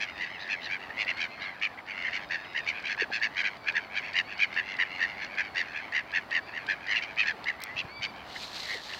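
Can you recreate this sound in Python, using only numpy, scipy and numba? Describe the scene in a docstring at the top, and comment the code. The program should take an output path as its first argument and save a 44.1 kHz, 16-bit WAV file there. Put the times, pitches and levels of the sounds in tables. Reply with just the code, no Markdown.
"""Ducks at a pond

Short rasping quacks, each a run of about 95 puffs a second ringing the windpipe and throat.
Bills click, more ducks answer further out, thin bird whistles and chirps glide over them, water plops.
Near the end the hand-held microphone is bumped and rubbed."""
import sys
import numpy as np
from scipy import signal
from scipy.fft import rfft, irfft, next_fast_len
from scipy.io import wavfile
from scipy.ndimage import uniform_filter1d
from numba import njit

SR = 44100
rng = np.random.default_rng(int(sys.argv[2]) if len(sys.argv) > 2 else 0)


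def transcribe(u):
    """Save the signal u as a 16-bit wav file named by the first command-line argument.

    u: samples, shape (n,) or (channels, n), limited to [-1, 1]; the rate is SR.
    q: integer samples, one column per channel.
    """
    v = np.clip(np.atleast_2d(u).T, -1, 1)
    q = np.round(v * 32767).astype(np.int16)
    wavfile.write(sys.argv[1], SR, q)


N = 396459
TIME_S = np.arange(N) / SR

# (frequency [Hz], gain [dB])
VOICE_EQ = [(700, -16.5), (1300, -6), (1450, -5), (1650, 1), (2600, -1), (3100, -1.5), (3700, -5),
            (4400, 3), (5200, -5), (6200, -6), (7000, -16), (8000, -25.5), (11000, -42.5)]

def quack(length_s, puff_hz, throat_hz, bright_db, lag_ms, width_hz=418.0, leak=0.32):
    """Puffs of rasp ring windpipe and throat; resonances rise and fall as the bill opens and shuts."""
    t = np.arange(SR // 4) / SR - 1 / 8
    opening = np.cos(np.pi * np.clip(t / length_s, -.5, .5)) + 1e-9
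    cycle = puff_hz * t * (1 - .5 * t) + .035 * wander(90, len(t)) + .5
    # successive puffs are alike, never identical
    rasp, fresh = rng.standard_normal((2, len(t)))
    repeated = rasp[(cycle % 1 * SR / puff_hz).astype(int)]
    source = np.sqrt(.79) * repeated + np.sqrt(.21) * fresh
    # windpipe echoes: a comb of nasal peaks
    lag_s = lag_ms / 1000 * (1 - .11 * (opening - .8))
    nasal = sum(.8 ** k * np.interp(t - k * lag_s, t, source) for k in range(3))
    voice = resonance(nasal, throat_hz * (1 + .27 * (opening - .8)), width_hz)
    # steady air pressure evens out the puffs
    power = np.abs(uniform_filter1d(voice ** 2, int(SR * .0049)))
    voice /= np.sqrt(power + 1e-12)
    puffs = leak + np.abs(np.sin(np.pi * cycle)) ** 1.68
    voice *= puffs * opening ** .93 * undb(1.75 * wander(90.1, len(t)))
    voice = colour(voice, VOICE_EQ)
    # treble peaks with the bill wide open
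    body = colour(voice, [(2800, -2), (4000, -14)])
    voice = body + (voice - body) * undb(bright_db + 14 * (opening - 1.08))
    return voice / np.sqrt(np.sum(voice ** 2) / (length_s * SR))


# (centre [s], length [s], relative level [dB], puff rate [Hz], throat resonance [Hz], brightness [dB])
NEAR_QUACKS = [(0.024, 0.079, -32.5, 111, 2167, 4.5), (0.224, 0.077, -34, 82, 2060, 2),
               (0.424, 0.087, -45.5, 105, 3970, -23), (0.521, 0.085, -31, 102, 2290, 0),
               (0.647, 0.085, -40.5, 76, 3860, -24), (0.734, 0.1, -33, 91, 2140, -4),
               (0.909, 0.043, -40, 53, 1860, -14), (1.01, 0.091, -30.5, 105, 2275, 3.5),
               (1.093, .073, -29.5, 88, 2326, -16), (1.218, 0.12, -32.5, 84, 2160, 1.5),
               (1.433, 0.078, -44.5, 92, 3840, -19), (1.451, 0.22, -40, 95, 1640, -16),
               (1.644, 0.076, -28.5, 105, 2390, -6), (1.791, 0.042, -42.5, 69, 1730, -20),
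               (1.909, 0.091, -39.5, 99, 2213, -7), (2.069, 0.068, -31.5, 62, 1830, -3),
               (2.155, 0.071, -32.5, 96, 2223, 2), (2.334, 0.085, -31, 85, 1960, 0),
               (2.578, 0.082, -31, 74, 1980, -3.5), (2.69, 0.069, -29.5, 83, 2300, 4.5),
               (2.766, 0.11, -40, 105, 2325, -22), (2.87, 0.086, -34.5, 74, 2317, -1.5),
               (2.919, 0.086, -32.5, 100, 2060, -2), (3.011, 0.085, -28.5, 93, 1840, -2),
               (3.154, .087, -31, 110, 2100, 5), (3.244, 0.075, -27, 111, 2100, 0.5),
               (3.393, 0.076, -29, 88, 2040, -1.5), (3.464, 0.072, -28.5, 98, 2010, -7.5),
               (3.687, 0.055, -27.5, 78, 2140, -8), (3.768, 0.062, -27, 80, 1950, -8),
               (3.976, 0.07, -30.5, 103, 2198, 5), (4.063, .1, -40.5, 86, 2180, -13),
               (4.179, .088, -26, 90, 2163, -0.5), (4.424, 0.074, -24, 97, 2186, -3),
               (4.588, 0.068, -27.5, 86, 1910, -15), (4.813, 0.061, -25.5, 92, 2015, -14),
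               (5.028, 0.083, -27, 88, 1810, -4), (5.233, 0.088, -40, 65, 1660, 7),
               (5.397, 0.067, -28.5, 92, 1870, -5.5), (5.593, .1, -29.5, 89, 2050, 2),
               (5.776, 0.1, -36, 76, 2170, -10), (5.967, 0.1, -28.5, 71, 2005, -6),
               (6.162, 0.081, -27.5, 90, 1985, -8), (6.354, .1, -27.5, 82, 2010, -3),
               (6.565, 0.083, -36, 77, 1950, -9.5), (6.711, 0.074, -28, 95, 1910, -7),
               (6.914, 0.11, -29.5, 104, 1930, -4), (6.97, .074, -28.5, 110, 2316, -9),
               (7.037, 0.065, -36, 86, 2363, 2), (7.205, 0.086, -25.5, 110, 2494, -7),
               (7.285, 0.094, -29, 82, 1960, -3.5), (7.487, 0.066, -29, 66, 2000, -3),
               (7.792, 0.07, -32, 91, 2770, 0.5), (8.042, 0.068, -32.5, 108, 2390, 5),
               (8.363, 0.044, -40.5, 50, 1720, -2), (8.727, 0.15, -37, 102, 1900, 3),
               (8.938, 0.033, -38, 105, 2010, 9)]
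# (throat resonance [Hz], echo lag [ms])
WINDPIPE_LAGS = [(1850, 1.0815), (2150, 1.149), (2380, 1.527), (3900, 0.936)]

def near_ducks(lag_scatter=0.14):
    """Ducks by the bank; the windpipe stretches a little differently for each quack."""
    out = np.zeros(N)
    stretches = 1 + lag_scatter * rng.uniform(-1, 1, len(NEAR_QUACKS))
    for (centre_s, length_s, db, puff_hz, throat_hz, bright_db), stretch in zip(NEAR_QUACKS, stretches):
        lag_ms = np.interp(throat_hz, *np.transpose(WINDPIPE_LAGS)) * stretch
        call = quack(length_s, puff_hz, throat_hz, bright_db, lag_ms)
        add(out, centre_s - 1 / 8, undb(db - 1) * call)
    return out


# (frequency [Hz], gain [dB])
BILL_EQ = [(1000, -26), (2500, -6), (4600, 3.5), (6000, -18.5), (8000, -22), (14000, -60)]

def bills(lead_s=0.045, scatter_db=8.5, stray_count=16):
    """The bill snaps open ahead of each near quack's centre; feeding birds add stray clicks."""
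    offsets_db = -9 + scatter_db * rng.uniform(-1, 1, len(NEAR_QUACKS))
    snaps = [(centre_s - lead_s, db + offset_db)
             for (centre_s, _, db, *_), offset_db in zip(NEAR_QUACKS, offsets_db)]
    strays = [(when * N / SR, -38 - scatter_db * soft) for when, soft in rng.random((stray_count, 2))]
    return clicks(snaps, BILL_EQ, decay_s=0.0031) + clicks(strays, BILL_EQ, decay_s=0.0015)


# (time [s], relative level [dB])
FLOCK_LEVELS = [(0, -40), (1.4, -47.5), (1.7, -50.5), (2.0, -38.5), (2.5, -47), (3.4, -46), (4.0, -43.5),
                (4.9, -38.5), (5.4, -42), (6.25, -48.5), (7.1, -44.5), (7.4, -56.5), (7.62, -40),
                (7.75, -53.5), (8.99, -47)]

def far_ducks(count=70):
    """Overlapping quacks across the water, duller, each with its own voice."""
    out = np.zeros(N)
    for k, (when, length, rate, throat, lag, loud) in enumerate(rng.uniform(-1, 1, (count, 6))):
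        call = quack(length_s=.15 + .08 * length, puff_hz=95 + 14 * rate,
                     throat_hz=1950 * (1 + .17 * throat), bright_db=-9,
                     lag_ms=1.2 + .3 * lag, width_hz=700.0, leak=.077)
        start_s = (k + when / 4) / count * N / SR - 1 / 16
        add(out, start_s, undb(2 * loud) * call)
    return unit(out) * undb(np.interp(TIME_S, *np.transpose(FLOCK_LEVELS)) - 1)


# (start [s], length [s], fundamental [Hz], climb [share of pitch], relative level [dB])
WHISTLE_CALLS = [(0.036, 0.63, 1266, 0.099, -54), (1.099, 0.47, 1057, 0.025, -47),
                 (2.19, 0.52, 1240, 0.036, -52.5), (3.503, 0.44, 1130, -0.054, -56),
                 (4.232, 0.27, 1130, 0.042, -52), (5.10, 0.56, 1133, -0.048, -52),
                 (6.406, .25, 1150, 0, -51.5), (7.871, 0.26, 1162, .17, -47)]
# (frequency [Hz], gain [dB])
THROAT_EQ = [(1900, 3), (2250, -1), (2600, -9), (3200, -28), (3450, -17), (3700, -3), (4000, -9.5),
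             (4400, -6), (5400, -13.5)]

def whistles(scoop_s=0.028, droop_s=0.022, waver_hz=4.2, flutter_db=3.0):
    """Thin calls scoop up, waver along a slow glide and droop; the throat picks out harmonics 2-4."""
    out = np.zeros(N)
    throat_hz, throat_db = np.transpose(THROAT_EQ)
    for start_s, length_s, pitch_hz, climb, db in WHISTLE_CALLS:
        t = np.arange(int(length_s * SR)) / SR
        u = t / length_s
        scoop = .0389 * np.exp(-t / scoop_s)
        droop = .27 * np.exp((t - length_s) / droop_s)
        waver = .0223 * np.sin(2 * np.pi * waver_hz * t) + .005 * wander(150, len(t))
        hz = pitch_hz * (1 + climb * (u - .5) - scoop - droop + waver)
        phase = 2 * np.pi * np.cumsum(hz) / SR
        tone = sum(undb(np.interp(np.log(k * hz), np.log(throat_hz), throat_db)) * np.sin(k * phase)
                   for k in range(2, 5))
        fade = np.sqrt(np.minimum(1, 8 * np.minimum(u, 1 - u)))
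        add(out, start_s, tone * fade * undb(db + flutter_db * wander(40, len(t))))
    return out


# (start [s], length [s], from [Hz], to [Hz], peak [dB])
CHIRP_GLIDES = [(0.33, 0.054, 3150, 2450, -42), (2.439, 0.031, 3500, 2350, -43),
                (5.398, .085, 2870, 2150, -48), (7.565, 0.092, 1850, 2780, -46),
                (7.663, 0.096, 1885, 2110, -39.5)]

def chirps(jitter=0.006):
    """Small birds: quick glides of one clear tone."""
    out = np.zeros(N)
    for start_s, length_s, from_hz, to_hz, db in CHIRP_GLIDES:
        u = np.linspace(0, 1, int(length_s * SR))
        hz = from_hz * (to_hz / from_hz) ** u * (1 + jitter * wander(300, len(u)))
        tone = np.sin(2 * np.pi * np.cumsum(hz) / SR)
        add(out, start_s, undb(db) * np.sin(np.pi * u) * tone)
    return out


# (centre [s], pitch [Hz], length [s], peak [dB])
WATER_PLOPS = [(2.979, 960, 0.011, -36), (3.0245, 418, 0.015, -26.5), (3.104, 480, 0.0039, -32),
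               (3.110, 790, 0.023, -38), (7.35, 422, 0.067, -48), (8.755, 470, 0.034, -39.5)]

def plops():
    """Water plops in short, sinking tones."""
    return thuds(WATER_PLOPS, sink=0.29)


# (centre [s], pitch [Hz], length [s], peak [dB])
CASE_BUMPS = [(7.758, 111, 0.02, -41), (7.852, 118, 0.017, -38.5), (8.001, 118, .034, -43.5)]

def case_bumps():
    """Fingers bump the microphone case: low thuds."""
    return thuds(CASE_BUMPS, sink=0.43)


# (time [s], relative peak [dB])
CRACKLE_AND_TICK = [(7.6035, -34), (7.617, -38), (7.6185, -36), (7.620, -26.5), (7.6378, -19)]
# (frequency [Hz], gain [dB])
TICK_EQ = [(1500, -38), (4200, 9), (7000, -14), (9000, -8), (10000, -25), (11000, -10), (14500, -6),
           (16000, -5)]

def tick():
    """Faint crackle just before one sharp tick."""
    return undb(1) * clicks(CRACKLE_AND_TICK, TICK_EQ, decay_s=0.0005)


# (start [s], length [s], level [dB])
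SLEEVE_STROKES = [(8.203, 0.15, -51), (8.297, .15, -41), (8.455, .31, -40), (8.767, 0.31, -45.5)]
# (frequency [Hz], gain [dB])
SLEEVE_EQ = [(1500, -13.5), (3000, -5.5), (4200, 2), (5200, -9), (7000, -17), (9000, -25), (10000, -33),
             (11500, -28), (14300, -32), (16000, -39)]

def sleeve(attack_s=0.098, release_s=0.042, grain_db=2.5):
    """Cloth fibres catch and slip past the microphone in a fine hiss; strokes swell, hold and fade."""
    fibres = rng.standard_normal(N)
    fibres *= undb(grain_db * unit(uniform_filter1d(rng.standard_normal(N), size=90)))
    pressure = np.zeros(N)
    for start_s, length_s, db in SLEEVE_STROKES:
        swell = np.clip((TIME_S - start_s) / attack_s, 0, 1) ** 2
        fade = np.exp(-np.maximum(TIME_S - start_s - length_s, 0) / release_s)
        pressure += undb(db) * swell * fade
    return unit(colour(fibres, SLEEVE_EQ)) * pressure * undb(wander(25, N))


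def diffuse_tail(x, t60_s=0.82, onset_s=0.0044, wet_db=-20):
    """Faint, diffuse decay after each sound."""
    t = np.arange(SR) / SR
    tail = rng.standard_normal(SR) * undb(-60 * t / t60_s) * np.clip(t / onset_s, 0, 1)
    tail = colour(tail, [(2000, 4.1), (7000, 10)])
    return undb(wet_db) * signal.fftconvolve(x, tail / np.linalg.norm(tail))[:N]


# (frequency [Hz], gain [dB])
AIR_EQ = [(25, -28.5), (60, -2), (130, -2), (250, 0), (480, -3), (720, 4), (1300, -1), (2200, -11),
          (3200, -16), (4400, -15.5), (6000, -30.5), (8500, -36.5), (12000, -35.5), (15500, -35)]

def air(level_db=-47.5):
    """Soft, gently swelling wash of distant water and leaves."""
    wash = unit(colour(rng.standard_normal(N), AIR_EQ))
    return wash * undb(level_db + .55 * wander(1.98, N) + .63 * wander(14, N))


def clicks(rows, eq, decay_s):
    """Brief cracks of decaying noise."""
    out = np.zeros(N)
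    t = np.arange(2048) / SR - .002
    for time_s, db in rows:
        burst = rng.standard_normal(len(t)) * (t >= 0) * np.exp(-np.abs(t) / decay_s)
        crack = colour(burst, eq)
        add(out, time_s + t[0], undb(db) * crack / np.abs(crack).max())
    return out


def thuds(rows, sink):
    """Soft pulses of sinking pitch."""
    out = np.zeros(N)
    for centre_s, hz, length_s, db in rows:
        u = np.linspace(-.5, .5, int(length_s * SR))
        tone = np.cos(2 * np.pi * hz * length_s * u * (1 - sink * u))
        add(out, centre_s - length_s / 2, undb(db) * np.cos(np.pi * u) ** 2 * tone)
    return out


@njit
def resonance(x, centre_hz, width_hz):
    """State-variable band-pass with a moving centre."""
    y = np.empty(len(x))
    band_state, low_state = 0., 0.
    for i in range(len(x)):
        g = np.tan(np.pi * centre_hz[i] / SR)
        damping = width_hz / centre_hz[i]
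        band = (band_state + g * (x[i] - low_state)) / (1 + g * (g + damping))
        band_state = 2 * band - band_state
        low_state += 2 * g * band
        y[i] = damping * band
    return y


def colour(x, eq):
    """Filter by (frequency [Hz], gain [dB]) points."""
    hz, db = np.transpose(eq)
    size = next_fast_len(len(x) + 512)
    bins_hz = np.maximum(np.fft.rfftfreq(size, 1 / SR), 1)
    gain = undb(np.interp(np.log(bins_hz), np.log(hz), db))
    return irfft(rfft(x, size) * gain, size)[:len(x)]


def wander(rate_hz, count):
    """Smooth random drift, spread about 1."""
    steps = np.arange(count) / SR * rate_hz
    return 1.2 * np.interp(steps, np.arange(256), rng.standard_normal(256))


def add(out, start_s, x):
    """Mix x into out from start_s."""
    start = int(start_s * SR)
    lo, hi = max(start, 0), min(start + len(x), N)
    if hi > lo:
        out[lo:hi] += x[lo - start:hi - start]


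def undb(db):
    """Decibels to gain."""
    return 10 ** (np.asarray(db) / 20)


def unit(x):
    """Scale to rms 1."""
    return x / np.sqrt(np.mean(x ** 2) + 1e-18)


def scene():
    """Birds, water and handling noise; nearly mono, with a faint diffuse spread of the pond sounds."""
    pond = near_ducks() + bills() + whistles() + chirps() + plops()
    close = case_bumps() + tick() + sleeve()
    mid = pond + diffuse_tail(pond) + far_ducks() + air() + close
    stereo_spread = undb(-40.5) * diffuse_tail(pond)
    hiss_eq = [(25, -10), (80, -4), (400, -.5), (1500, -14.5), (6000, -14), (15000, -16)]
    side = stereo_spread + undb(-71) * unit(colour(rng.standard_normal(N), hiss_eq))
    return np.array([mid + side, mid - side])


def record(dry, cutoff_hz=15800):
    """Steep low-pass of the recorder."""
    return signal.sosfilt(signal.ellip(8, .2, 70, cutoff_hz, fs=SR, output="sos"), dry)


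dry = scene()
out = record(dry)
transcribe(out)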